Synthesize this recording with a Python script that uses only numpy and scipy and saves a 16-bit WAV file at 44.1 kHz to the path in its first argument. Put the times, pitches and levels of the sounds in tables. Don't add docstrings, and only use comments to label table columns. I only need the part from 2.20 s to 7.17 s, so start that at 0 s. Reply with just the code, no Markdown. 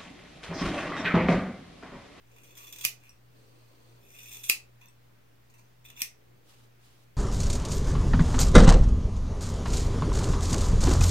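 import sys
import numpy as np
from scipy import signal
from scipy.fft import rfft, irfft, next_fast_len
from scipy.io import wavfile
from scipy.ndimage import uniform_filter1d

SR = 44100
rng = np.random.default_rng(int(sys.argv[2]) if len(sys.argv) > 2 else 0)


def ratio(d):
    e = np.asarray(d, float) / 20
    return 10 ** e


def transcribe(signal):
    frames = np.atleast_2d(signal).T
    limited = np.clip(frames, -1, 1)
    pcm = np.round(limited * 32767).astype(np.int16)
    wavfile.write(sys.argv[1], SR, pcm)


N = 219088


def evened(x):
    return x / np.sqrt(np.mean(x ** 2) + 1e-20)


def read(points, hz):
    f, value = np.transpose(points)
    return np.interp(np.log(hz + 1), np.log(f + 1), value)


def colour(x, points):
    gain_db = np.maximum(read(points, abs(np.fft.fftfreq(4096, 1 / SR))), -100)
    log_gain = np.log(ratio(gain_db))
    phase = -signal.hilbert(log_gain).imag
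    taps = np.fft.ifft(np.exp(log_gain + 1j * phase)).real[:2048]
    return signal.oaconvolve(x, taps[None] / np.linalg.norm(taps), axes=1)[:, :N]


def band(points, lo, hi):
    hz = np.geomspace(50, 17000, 200)
    outside = (hz < lo) | (hz > hi)
    return np.transpose([hz, read(points, hz) - 60 * outside])


def drift(count, hz):
    size = next_fast_len(N)
    steps = rfft(rng.standard_normal((count, size)))
    slowed = steps / (1 + (np.fft.rfftfreq(size, 1 / SR) / hz) ** 4)
    return evened(irfft(slowed, size)[:, :N])


def swells(rows, rise_s, sag_db):
    t, out = np.arange(N) / SR, 0
    for start, length, db in rows:
        sag = sag_db * np.clip((t - start) / length, 0, 1)
        edge = np.clip(np.minimum(t - start, start + length - t) / rise_s, 0, 1)
        out = out + ratio(db + sag) * edge ** 2
    return out


def glide(x, hz, width):
    turn = np.exp(2j * np.pi * np.cumsum(hz) / SR)
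    r = np.exp(-1.5 * np.pi * width / SR)
    gain = np.sqrt(2 * (1 - r * r) ** 3 / (1 + r * r))
    return gain * (turn * signal.lfilter([1], [1, -2 * r, r * r], x / turn)).real


def ring(x, modes, aim_db):
    t, body = np.arange(4096) / SR, np.zeros((2, 4096))
    for hz, width, db in modes:
        phase = rng.uniform(0, 2 * np.pi, (2, 1))
        aim = aim_db * rng.uniform(-1, 1) * np.array([[1], [-1]])
        decay = width * np.exp(-np.pi * width * t)
        body += ratio(db + aim) * decay * np.sin(2 * np.pi * hz * t + phase)
    return signal.oaconvolve(x, body / np.linalg.norm(body) * np.sqrt(2), axes=1)[:, :N]


# freq_hz, level_db (per Hz)
HISS_TONE = [(12, -27.5), (25, -13), (50, -2), (80, 0), (160, 0.5), (250, -1), (500, -4.5), (1000, -8.5),
             (2000, -10.5), (4000, -16.5), (8000, -22.5), (10500, -23.5), (13000, -19.5), (15700, -18)]
# freq_hz, likeness (-1 to 1)
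PORT_LIKENESS = [(60, 0.056), (180, 0.26), (550, -0.26), (1650, 0.06), (4970, 0.18), (15000, -0.32)]


def hiss(level_db=-63.5):
    frames, hz = N // 256 + 5, np.fft.rfftfreq(1024, 1 / SR)
    a, b, c, d, patches = rng.standard_normal((frames, 513, 5)).T
    patches = evened(uniform_filter1d(uniform_filter1d(patches, 12, 0), 14, 1))
    same = np.clip(read(PORT_LIKENESS, hz), -1, 1)[:, None]
    left = a + 1j * b
    right = same * left + np.sqrt(1 - same ** 2) * (c + 1j * d)
    spectra = np.array([left, right]) * ratio(read(HISS_TONE, hz)[:, None] + .8 * patches)
    return ratio(level_db) * evened(signal.istft(spectra, nperseg=1024, noverlap=768)[1][:, :N])


# freq_hz, level_db (rms), waver_db, waver_hz
MAINS_LINES = [(60, -75, 3.5, .6), (120, -64, 2.2, 1.8)]


def hum():
    out = np.zeros(N)
    for hz, db, waver_db, waver_hz in MAINS_LINES:
        swell, bend = drift(2, 6)
        phase = 2 * np.pi * np.cumsum(hz + waver_hz * bend) / SR
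        out += ratio(db + waver_db * swell) * np.sqrt(2) * np.sin(phase)
    return out * ratio(np.array([[.2], [-.2]]))


def blades(drive, modes, wander, bend=.012, fickle_db=3.0):
    near_drive = uniform_filter1d(1. * (abs(drive) > 1e-6), 2001)
    at = np.flatnonzero(near_drive > 1e-4)
    share = np.array([ratio(db) * np.sqrt(width) for hz, width, db in modes])
    out = np.zeros((2, N))
    for (hz, width, db), part in zip(modes, share / np.linalg.norm(share)):
        pull, swell = np.roll(wander, rng.integers(N), 1)[:, at]
        tone = part * glide(drive[at] * ratio(fickle_db * swell), hz * (1 + bend * pull), width)
        out[:, at] += [np.roll(tone, rng.integers(10, 40)), tone]
    return out


# time_s, pressure_db, reach (contact point, pivot 0 to tip 1)
BLADE_STROKES = [
    [(.05, -82, 0), (.157, -79, 0.17), (.3, -65, 0.34), (.35, -67.5, 0.82), (.42, -59, .4),
     (.524, -61, 0.77), (.582, -66.5, 0.8), (.632, -57.5, 1), (.64, -47.5, 0.83), (.6495, -35, 0.53)],
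    [(.8, -78, 0.58), (.87, -72.5, 0.43), (.91, -78, 0.56), (.96, -104, .5)],
    [(1.1, -83.5, .5), (1.4, -80, 0.53), (1.8, -80, .5)],
    [(1.8, -78, 0.43), (1.86, -69, 0.22), (1.97, -59, 0), (2.08, -58.5, .5), (2.162, -54, 0.4),
     (2.232, -63.5, 0.65), (2.284, -53.5, 0.82), (2.2965, -36.5, 1.1)],
    [(2.6, -83.5, 0.6), (2.64, -75.5, 0.44), (2.69, -77, 0.42), (2.73, -102, .5)],
    [(3.26, -83.5, .5), (3.38, -82, 0.46), (3.48, -85, .5)],
    [(3.63, -104, 0.53), (3.65, -66.5, 0.61), (3.715, -69, 0.34), (3.754, -87, .6), (3.775, -66, .6),
     (3.797, -57.5, 0.9), (3.8175, -36.5, 0.72)],
]
# opening (1) or closing (0), then handle loops_db, first_mode_db, second_mode_db,
# high_modes_db (re the middle modes at half reach)
STROKE_GRIP = [(0.48, -9.5, -1, -3, -2.5), (.87, -4, 7.5, -3.5, -2.5), (1, 3.5, -4, -5, -2),
               (0.23, -20, -3, -2, -0.5), (0.97, 4, 7.5, 3, -2), (1, -3.5, -0.5, -19, -5),
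               (0.2, -7, 4, 1.5, -1)]
# loops_db, first_mode_db, second_mode_db, high_modes_db
REACH_TILT = [-15, -8.5, 6, 4.5]
# time_s, jump_db, fade_s
EDGE_SLIPS = [(0.113, 13, 0.041), (.161, 14, 0.013), (.183, 8, 0.011), (0.234, 11.5, .03),
              (0.352, 11, .012), (0.369, 8.5, 0.056), (0.469, 9.5, 0.0093), (0.526, 13.5, 0.013),
              (0.56, 13, 0.018), (.585, 15, 0.015), (.609, 9.5, 0.047), (0.835, 9, 0.025),
              (1.986, 10.5, 0.01), (2.005, 4, 0.013), (2.031, 5.5, 0.023), (2.082, 6.5, 0.0067),
              (2.115, 9, 0.029), (2.168, 5.5, 0.0059), (2.221, -3, 0.0074), (2.234, 15, 0.039),
              (2.612, 13.5, 0.021), (3.299, 16.5, 0.016), (3.338, 17.5, .02), (3.382, 18, 0.022),
              (3.643, 9, 0.0071), (3.65, 9, 0.0093), (3.685, 11, 0.0067), (3.7, 17, 0.0065),
              (3.756, 19, 0.009), (3.773, 8.5, 0.0089)]
# freq_hz, width_hz, level_db
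HANDLE_LOOPS = [(990, 85, -3), (1146.4, 40, -1.5)]
# freq_hz, width_hz, level_db
CLOSING_MODES = [
    [(2250, 130, -7), (2560, 170, 0), (2750, 110, -2)],
    [(3490, 130, 0)],
    [(5400, 200, -8), (6150, 250, 1), (7350, 200, -2), (8450, 200, -3), (8850, 150, -2), (9550, 200, -6)],
    [(11550, 150, -10), (13100, 200, -4), (13650, 200, 0), (14150, 200, -3), (15000, 300, -4)],
]
# freq_hz, width_hz, level_db
OPENING_MODES = [
    [(2520, 120, -3), (2670, 100, 0)],
    [(3470, 120, 0)],
    [(4400, 300, -6), (6070, 140, 3), (6500, 300, -9), (7200, 300, -9), (8200, 250, -5), (9450, 150, -7)],
    [(11800, 200, 0), (13000, 300, -4), (14200, 400, -3), (15200, 300, -3)],
]
GROUP_EDGES = [0, 3100, 4300, 10600, 20000]
DIRECT_GRIT = [-6, -8, -2.5, -4]
# freq_hz, level_db (per Hz)
GRIT_TONE = [(500, -32), (1000, -17.5), (1600, -18), (2500, -5.5), (3100, -13), (3500, -9), (4300, -12.5),
             (5100, -13.5), (6300, -9), (8800, -9), (10700, -20), (11700, -7.5), (15300, -10.5),
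             (15900, -36.5)]
# start_s, end_s, from_hz, to_hz, level_db (re high modes)
TIP_GLIDES = [(.11, .3, 11700, 11600, 1), (.385, .52, 12300, 11450, 4), (.37, .47, 13300, 14200, 0),
              (.83, .9, 11200, 12200, 4), (1.815, 1.96, 11200, 12600, 6), (2.0, 2.1, 11750, 11500, 1),
              (2.125, 2.285, 12300, 10900, 4), (2.61, 2.68, 11200, 12400, 3), (3.33, 3.44, 11600, 13000, 6),
              (3.76, 3.81, 12900, 13000, 2)]


def scrape(per_s=3500, spread_db=3.2, tip_width=90):
    t, level_db, opening = np.arange(N) / SR, np.full((5, N), -200.), np.zeros(N)
    for rows, (way, *grip_db) in zip(BLADE_STROKES, STROKE_GRIP):
        s, press_db, reach = np.transpose(rows)
        loop, first, second, high = [db + tilt * (reach - .5) for db, tilt in zip(grip_db, REACH_TILT)]
        on = (t >= s[0]) & (t < s[-1])
        level_db[:, on] = [np.interp(t[on], s, press_db + db) for db in (first, second, 0, high, loop)]
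        opening[on] = way
    jump_db = sum(db * np.exp(-np.maximum(t - s, 0) / abs(fade)) * (t > s) for s, db, fade in EDGE_SLIPS)
    size = ratio(spread_db * np.minimum(rng.exponential(1, N), 5)) * rng.choice([-1, 1], N)
    clicks = evened(size * (rng.random(N) < per_s / SR))
    clicks = clicks * ratio(jump_db + 1.8 * drift(1, 60)[0])
    drive, wander = clicks * ratio(level_db), drift(2, 24)
    out = blades(drive[4], HANDLE_LOOPS, wander)
    for k in range(4):
        out += blades(drive[k] * (1 - opening), CLOSING_MODES[k], wander)
        out += blades(drive[k] * opening, OPENING_MODES[k], wander)
        late = np.array([np.roll(drive[k], 26), drive[k]]) * ratio(.3 * jump_db)
        out += ratio(DIRECT_GRIT[k]) * colour(late, band(GRIT_TONE, *GROUP_EDGES[k:k + 2]))
    tip = np.zeros(N)
    for start, end, hz0, hz1, db in TIP_GLIDES:
        at = slice(round(start * SR), round(end * SR))
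        u = (t[at] - start) / (end - start)
        push = drive[3, at] * ratio(db) * np.sqrt(abs(np.sin(np.pi * u)))
        tip[at] += glide(push, hz0 + (hz1 - hz0) * u, tip_width)
    return ratio(-2) * (out + np.array([np.roll(tip, 9), tip]))


# freq_hz, t60_s
TILE_DECAY = [(200, 0.11), (1000, 0.27), (2600, 0.21), (6000, 0.22), (12000, .16)]


def tiles(x):
    taps = np.zeros((2, SR // 3))
    at = np.arange(150, SR // 3 - 20, 20) + rng.integers(0, 20, (2, (SR // 3 - 151) // 20))
    np.put_along_axis(taps, at, rng.choice([-1., 1.], at.shape), 1)
    hz, t, z = signal.stft(taps, SR, nperseg=128)
    tail = signal.istft(z * ratio(-60 * t / read(TILE_DECAY, hz)[:, None]), SR, nperseg=128)[1]
    return signal.fftconvolve(x, tail / np.linalg.norm(tail[0]), axes=1)[:, :N]


# start_s, length_s, level_db
SLEEVE_MOVES = [
    (.08, 0.75, -66),
    (1.1, 1.45, -65.5),
    (2.5, 0.89, -80.5),
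    (3.6, 0.35, -71.5),
    (3.92, 0.72, -70),
    (4.64, 0.44, -73.5),
]


def sleeve():
    noise = grain()
    sos = signal.butter(2, [250, 520], "band", fs=SR, output="sos")
    cloth = signal.sosfilt(sos, noise + 0.16 * noise[::-1])
    return swells(SLEEVE_MOVES, rise_s=.053, sag_db=-3.5) * evened(cloth)


def grain():
    return rng.standard_normal((2, N)) * ratio(1.2 * drift(1, 40))


# time_s, blow_db, left_right_db, ring_db (re blow)
BLADE_SNAPS = [
    (.6497, -13.5, -1, -8),
    (2.2969, -10.8, -2.5, -9),
    (3.8181, -18.5, 0.5, -19),
]
# freq_hz, level_db (per Hz)
SNAP_TONES = [
    [(60, -59), (120, -19.5), (1000, -40), (1400, -34), (2100, -8), (2600, -1), (3300, -14.5), (4500, -12),
     (6300, -9), (7650, -12), (10500, -11.5), (13300, -4.5), (15500, -16), (16500, -33.5)],
    [(60, -48.5), (120, -27.5), (500, -24), (800, -27), (1100, -28), (1700, -24), (2600, 0), (3400, -20),
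     (4680, -8), (5600, -14.5), (9300, -11.5), (13500, -13.5), (15500, -17.5), (16500, -38.5)],
    [(60, -40), (120, -13), (850, -38), (1140, -32), (1400, -30), (1900, -13), (2450, 2), (2900, -13),
     (4300, -14.5), (6000, -4), (7000, -14.5), (8300, -8), (10000, -11.5), (14000, -7.5), (16500, -30.5)],
]
# freq_hz, width_hz, level_db
SHUT_MODES = [(2270, 120, -9), (2530, 90, -1), (2700, 90, 0), (4650, 150, -9), (6400, 200, -10),
              (9250, 200, -8), (10400, 200, -10), (11800, 200, -8), (13100, 200, -8), (13900, 200, -8)]


def snaps(rattle_s=.0024, after_s=.005, after_db=-8, alike=-.15):
    out, u = np.zeros((2, N)), np.arange(2000) / SR
    rattle, crunch = np.minimum(u / 0.00061, 1), ratio(after_db) * np.exp(-u / after_s)
    shape = np.where(u < rattle_s, rattle, crunch)
    fade = np.minimum(1, 20 - 20 * u / u[-1])
    for (s, db, pan_db, ring_db), crack in zip(BLADE_SNAPS, SNAP_TONES):
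        noise, drive = rng.standard_normal((2, len(u))), np.zeros((2, N))
        noise[1] = alike * noise[0] + np.sqrt(abs(1 - alike ** 2)) * noise[1]
        burst = rfft(shape * noise)
        power = abs(burst) ** 2
        burst *= np.sqrt(power.mean() / uniform_filter1d(power, size=25))
        burst[1, :40] = burst[0, :40]
        blow = ratio(db + pan_db * np.array([[.5], [-.5]]))
        drive[:, round(s * SR):][:, :len(u)] = blow * irfft(burst) * fade
        out += colour(drive, crack) + ratio(ring_db) * ring(drive, SHUT_MODES, 1.5)
    return out


# time_s, level_db, kind (at the stop 0, midway 1)
PIVOT_TICKS = [
    (0.892, -43.5, 0),
    (2.657, -52.5, 1),
    (2.683, -54, 0),
]
# freq_hz, width_hz, level_db
PIVOT_MODES = [
    [(2640, 230, -6), (5630, 87, 10), (8160, 200, 2), (8600, 80, -31), (9440, 67, -8), (11700, 170, -12),
     (14700, 300, -21)],
    [(6000, 200, -2), (8000, 200, -18), (11500, 150, -7), (14200, 300, -0.5)],
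]


def ticks():
    out = np.zeros((2, N))
    for s, db, kind in PIVOT_TICKS:
        drive = np.zeros((1, N))
        drive[0, round(s * SR):][:150] = ratio(db) * rng.standard_normal(150) * np.hanning(150)
        out += ring(drive, PIVOT_MODES[round(kind)], 1.2)
    return out


# start_s, length_s, level_db
BLADE_DRAG = [
    (1.1, 0.756, -70.5),
]
# freq_hz, level_db (per Hz)
BLADE_DRAG_TONE = [(1500, -30), (2600, -2.5), (3500, -8), (4500, 0), (5600, -12.5), (7200, -13), (9000, -8),
                   (10500, -21)]


def drag():
    return swells(BLADE_DRAG, rise_s=.068, sag_db=-1.1) * colour(grain(), BLADE_DRAG_TONE)


# start_s, length_s, level_db
FINGER_STROKES = [
    (4.22, 0.31, -58.5),
    (4.57, 0.35, -60.5),
]
# freq_hz, level_db (per Hz)
FINGER_TONE = [(470, -27), (800, -1.5), (874, -3), (1070, -5.5), (2200, -9), (2950, -1.5), (12800, -12),
               (15700, -18), (16500, -34)]


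def fingers():
    return swells(FINGER_STROKES, rise_s=.073, sag_db=-14.5) * colour(grain(), FINGER_TONE)


def scene():
    cut, snap = scrape() + ticks(), snaps()
    echo = tiles(ratio(-5.0) * cut + ratio(-5) * snap)
    return hiss() + hum() + cut + echo + sleeve() + snap + drag() + fingers()


def roll_off(x):
    return signal.sosfilt(signal.butter(12, 16980, fs=SR, output="sos"), x)


def record(dry):
    lowpass = signal.firwin(511, 15950, window=("kaiser", 9), fs=SR)
    low = signal.oaconvolve(dry, lowpass[None], "same")
    loud = uniform_filter1d((dry ** 2).mean(0), 128) > ratio(-46)
    top = (dry - low) * uniform_filter1d(1. * loud, 128)
    return roll_off(low + top - .0008)


dry = scene()
out = record(dry)
transcribe(out)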